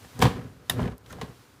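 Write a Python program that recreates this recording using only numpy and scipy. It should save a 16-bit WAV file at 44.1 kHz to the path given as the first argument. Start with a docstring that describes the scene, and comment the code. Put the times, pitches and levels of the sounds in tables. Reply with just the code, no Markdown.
"""A small quiet room, close to a wooden table. A closed laptop is set down: its feet land in a quick
cluster of thuds that ring the boards and clack the case. An edge snaps against the wood with a hard
click, the feet stick and slip as the laptop is pushed round, and fingers tap the case.
Behind it, a faint hiss and the room's rumble."""
import sys
import numpy as np
from scipy import signal
from scipy.fft import rfft, irfft, next_fast_len
from scipy.io import wavfile

SR = 44100
rng = np.random.default_rng(int(sys.argv[2]) if len(sys.argv) > 2 else 0)


def materialize(psi):
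    """Save the field psi as 16-bit PCM at rate SR to the path in sys.argv[1].

    A 1-D psi becomes a single channel; in a 2-D psi each row is a channel.
    """
    bounded = np.clip(np.atleast_2d(psi).T, -1, 1)
    quanta = np.round(bounded * 32767).astype(np.int16)
    wavfile.write(sys.argv[1], SR, quanta)


N = 70560
T = np.arange(SR // 2) / SR  # time axis of one event, s

# table board modes: pitch_hz, level_db, t60_s
BOARD_MODES = [(61, -4.5, 0.16), (93.2, -8, 0.1), (119.5, 1, 0.11), (178, -4, .13), (223, -8.5, 0.11),
               (256.2, -5, 0.14), (371.7, -14.5, 0.15), (414.5, -13.5, .16), (485, -12, 0.13),
               (766.7, -17.5, 0.11), (1021.6, -19.5, 0.11)]


def landings():
    """Each blow thumps the boards and clacks the hollow case; loose parts rattle on briefly."""
    # blows: start_s, thump_db, clack_db, tilt_db_per_octave
    blows = [(.047, -43.5, -47.5, 0), (.146, -42, -75, 21), (.1905, -22.5, -39.5, 6), (.203, -46, -35, 2),
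             (0.211, -37, -41, 7), (0.2161, -37, -25.5, 3.5), (0.2204, -13, -17.5, -2),
             (0.2226, -22, -12.5, .5), (.2315, -21, -25.5, 3), (0.2527, -22, -20, -1.5),
             (0.386, -31.5, -46, -11), (.444, -39.5, -72, 1), (.698, -30, -30, -1),
             (0.7934, -25, -21.5, -9.5), (0.8047, -21, -60, -10), (.855, -27.5, -37, -8.5),
             (0.883, -32.5, -37, -11.5), (.916, -35.5, -60, -9), (1.128, -39.5, -40.5, -0.5),
             (1.185, -43, -43.5, -9), (1.213, -53, -32, 1), (1.2155, -41, -30, -2.5),
             (1.222, -28, -46, -17), (1.287, -39.5, -66, -4)]
    # contact noise spectrum: freq_hz, density_db
    clack_spectrum = [(100, -16), (400, 0), (1000, -0.5), (1350, -7), (1750, -5), (2600, -11.5),
                      (3600, -8.5), (5000, -16.5), (9000, -23.5), (15000, -30)]
    # hollow case modes: pitch_hz, level_db, t60_s
    case_modes = [(464.8, -9.5, 0.054), (749.4, -4.5, 0.035), (1005, -9, .055), (1225, -15.5, 0.041),
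                  (1673, -16.5, 0.068)]
    clack_decay = fade(t60_s=0.032) + amp(-14.5) * fade(t60_s=0.27)  # contact, then rattle
    out = np.zeros(N)
    for start_s, thump_db, clack_db, tilt_db in blows:
        thump = amp(thump_db) * board_ring(scatter_db=0)
        contact = noise(
            lambda hz: along(clack_spectrum, hz) + tilt_db * np.log2(np.maximum(hz, 600) / 1000), len(T))
        clack = amp(clack_db) * (ring(case_modes, scatter_db=3.5) + contact * clack_decay)
        add(out, start_s, (thump + clack) * rise(attack_s=0.0005))
    return out


def board_ring(scatter_db):
    """The boards' response to one jolt, with a 4.5 ms attack."""
    return ring(BOARD_MODES, scatter_db) * (1 - np.exp(-T / 0.0045))


def edge_click():
    """The hard edge catches, snaps and rebounds, ringing the shell and stirring a faint rattle."""
    # edge contacts: start_s, level_db
    contacts = [(.6958, -31), (.6970, -10.5), (.6992, -34.5), (.7088, -42)]
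    # shell modes: pitch_hz, level_db, t60_s
    shell_modes = [(737, -15, 0.041), (1109, -16, 0.055), (1765, -19, 0.079), (1894, -9.5, 0.023),
                   (3020, -13, 0.034), (3644, 4.5, 0.013), (3827, -3, 0.014), (5080, -12, 0.028),
                   (10470, -4, 0.013), (11230, -19, 0.014), (13560, -17, 0.04)]
    # rattle spectrum: freq_hz, density_db
    rattle_spectrum = [(200, -25), (900, 12), (2000, 4.5), (4000, 3.5), (7000, -3), (11000, 0),
                       (15000, -11)]
    out = np.zeros(N)
    for start_s, level_db in contacts:
        snap = amp(-2) * fade(t60_s=0.016) * rng.standard_normal(len(T))
        rattle = amp(-20.5) * fade(t60_s=0.14) * noise(lambda hz: along(rattle_spectrum, hz), len(T))
        shell = ring(shell_modes, scatter_db=0.5)
        add(out, start_s, amp(level_db) * (shell + snap + rattle) * rise(attack_s=0.00092))
    return out


def sliding_feet():
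    """The feet stick and slip at random: a rough rub, and jolts that ring the boards."""
    # slide envelope: time_s, level_db
    envelope = [(0, -57), (.05, -51.5), (.09, -66.5), (.18, -41.5), (.26, -18), (.33, -37), (.40, -35.5),
                (.45, -42.5), (.52, -50.5), (.68, -54), (.72, -41), (.765, -35), (.80, -28.5), (.88, -30.5),
                (.93, -40), (.97, -62), (1.07, -55.5), (1.14, -41.5), (1.2, -40.5), (1.29, -49.5),
                (1.36, -59), (1.6, -66)]
    # friction spectrum: freq_hz, density_db
    rub_spectrum = [(25, -8), (65, 2), (125, 4.5), (180, -13), (260, -2.5), (330, -10.5), (480, -8),
                    (800, -21.5), (1100, -18.5), (1500, -20), (3000, -30.5), (7000, -42), (15000, -52)]
    slips_per_s, spread_db, rub_db, judder_db = 350, 1, -2, -3.5
    slips = (rng.random(N) < slips_per_s / SR) * amp(spread_db * rng.standard_normal(N))
    boards = board_ring(scatter_db=1)
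    judder = unit(signal.fftconvolve(slips * rng.choice([-1, 1], N), boards)[:N])
    slip_shape = rise(attack_s=0.0016) * fade(t60_s=0.038)
    grip = np.sqrt(np.abs(signal.fftconvolve(slips, slip_shape)[:N]))
    rub = unit(grip * noise(lambda hz: along(rub_spectrum, hz), N))
    return level(envelope) * (amp(rub_db) * rub + amp(judder_db) * judder)


def finger_ticks():
    """Fingers and grit tick and brush: noise bands from contacts too light to ring."""
    # touches: start_s, level_db, centre_hz, half_width_octaves, attack_s, t60_s
    touches = [(0.1916, -32.5, 6900, 0.42, 0.0005, .013), (0.801, -40, 3300, 0.91, .002, 0.024),
               (0.809, -47, 9000, 0.55, 0.0081, 0.088), (0.8291, -34.5, 3370, .3, 0.0011, 0.014),
               (0.877, -34, 2730, 0.23, 0.00097, 0.012), (0.899, -54, 6000, .6, .0005, .015),
               (0.98, -43.5, 12300, 0.18, 0.00043, 0.01), (0.9801, -46.5, 6500, 0.82, 0.00043, 0.012),
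               (1.06, -45.5, 2980, 0.54, 0.0018, 0.035), (1.094, -49, 6460, 0.087, .012, 0.12),
               (1.097, -30, 1480, 0.26, 0.0098, 0.053), (1.1262, -35.5, 7550, 0.68, 0.00036, 0.01)]
    out = np.zeros(N)
    for start_s, level_db, centre_hz, octaves, attack_s, t60_s in touches:
        band = noise(lambda hz: -10 * np.log10(1 + (np.log2(hz / centre_hz) / octaves) ** 4), len(T))
        add(out, start_s, amp(level_db) * rise(attack_s) * fade(t60_s) * band)
    return out


def room_tail(x):
    """Reflections from 5 ms on, each frequency dying at its own rate."""
    # room decay: freq_hz, t60_s
    decay_times = [(100, 0.37), (1000, 0.4), (4000, 0.38), (14000, .25)]
    hz, time_s, spectra = signal.stft(rng.standard_normal(len(T)), SR, nperseg=256)
    decay = np.exp(-np.log(1000) * time_s / along(decay_times, hz)[:, None])
    tail = signal.istft(spectra * decay, SR, nperseg=256)[1]
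    return signal.fftconvolve(x, tail[:len(T)] * (T > 0.005) / np.linalg.norm(tail))[:N]


def background():
    """A soft hiss swells and sinks over the room's steady rumble."""
    # hiss envelope: time_s, level_db
    hiss_envelope = [(0, -54.5), (.2, -54), (.42, -60), (.62, -64.5), (.75, -54.5), (.95, -67),
                     (1.03, -66.5), (1.11, -53), (1.16, -59.5), (1.25, -59), (1.33, -59), (1.41, -59),
                     (1.6, -63.5)]
    # hiss spectrum: freq_hz, density_db
    hiss_spectrum = [(150, -22), (400, -2), (1000, -1), (1700, -3), (2600, -4), (4500, -5.5), (9000, -10.5),
                     (15000, -13.5)]
    # rumble spectrum: freq_hz, density_db
    rumble_spectrum = [(25, -26), (60, -6), (122, 1.5), (180, -14), (255, -5), (330, -6), (440, -13),
                       (700, -14.5), (1500, -12.5), (3300, -41)]
    hiss = level(hiss_envelope) * noise(lambda hz: along(hiss_spectrum, hz), N)
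    rumble = amp(-59.5) * noise(lambda hz: along(rumble_spectrum, hz), N)
    return hiss + rumble


def ring(modes, scatter_db):
    """Damped modes from rest, alternating in sign, with random level scatter per strike."""
    return sum(
        (-1) ** k * amp(db + scatter_db * rng.standard_normal())
        * fade(t60_s) * np.sin(2 * np.pi * hz * T)
        for k, (hz, db, t60_s) in enumerate(modes))


def noise(spectrum_db, size):
    """Noise of rms 1, shaped by spectrum_db(hz)."""
    hz = np.fft.rfftfreq(size, 1 / SR) + 1
    return unit(irfft(rfft(rng.standard_normal(size)) * amp(spectrum_db(hz)), size))


def rise(attack_s):
    """Smooth onset."""
    return 1 - np.exp(-(T / attack_s) ** 2)


def fade(t60_s):
    """Exponential decay."""
    return np.exp(-np.log(1000) * T / t60_s)


def level(points):
    """Gain per sample from (time_s, level_db) points."""
    return amp(np.interp(np.arange(N) / SR, *np.transpose(points)))


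def along(points, hz):
    """Interpolate (freq_hz, value) points on a log axis."""
    freqs_hz, values = np.transpose(points)
    return np.interp(np.log(hz + 1), np.log(freqs_hz + 1), values)


def amp(db):
    """Decibels to gain."""
    return 10 ** (np.asarray(db) / 20)


def unit(x):
    """Scale to rms 1."""
    return x / np.sqrt(np.mean(x ** 2) + 1e-20)


def add(track, start_s, sound):
    """Mix a sound into the track."""
    part = track[max(round(start_s * SR), 0):][:len(sound)]
    part += sound[:len(part)]


def scene():
    """All contacts, room reflections and background, in mono."""
    thuds = landings()
    clicks = edge_click() + finger_ticks()
    reflections = room_tail(amp(-12.5) * thuds) + room_tail(amp(-25) * clicks)
    return (thuds + clicks + sliding_feet() + reflections + background())[None]


def record(dry):
    """The microphone cuts deep bass, rounds the highest peaks and limits the band."""
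    low_cut_hz, top_hz, overload_level = 60, 15450, 0.7
    thin = signal.sosfilt(signal.butter(2, low_cut_hz, "high", fs=SR, output="sos"), dry)
    rounded = thin / (1 + (thin / overload_level) ** 4) ** (1 / 4)
    size = next_fast_len(N + len(T))
    hz = np.fft.rfftfreq(size, 1 / SR)
    return irfft(rfft(rounded, size) / (1 + (hz / top_hz) ** 120), size)[:, :N]


dry = scene()
out = record(dry)
materialize(out)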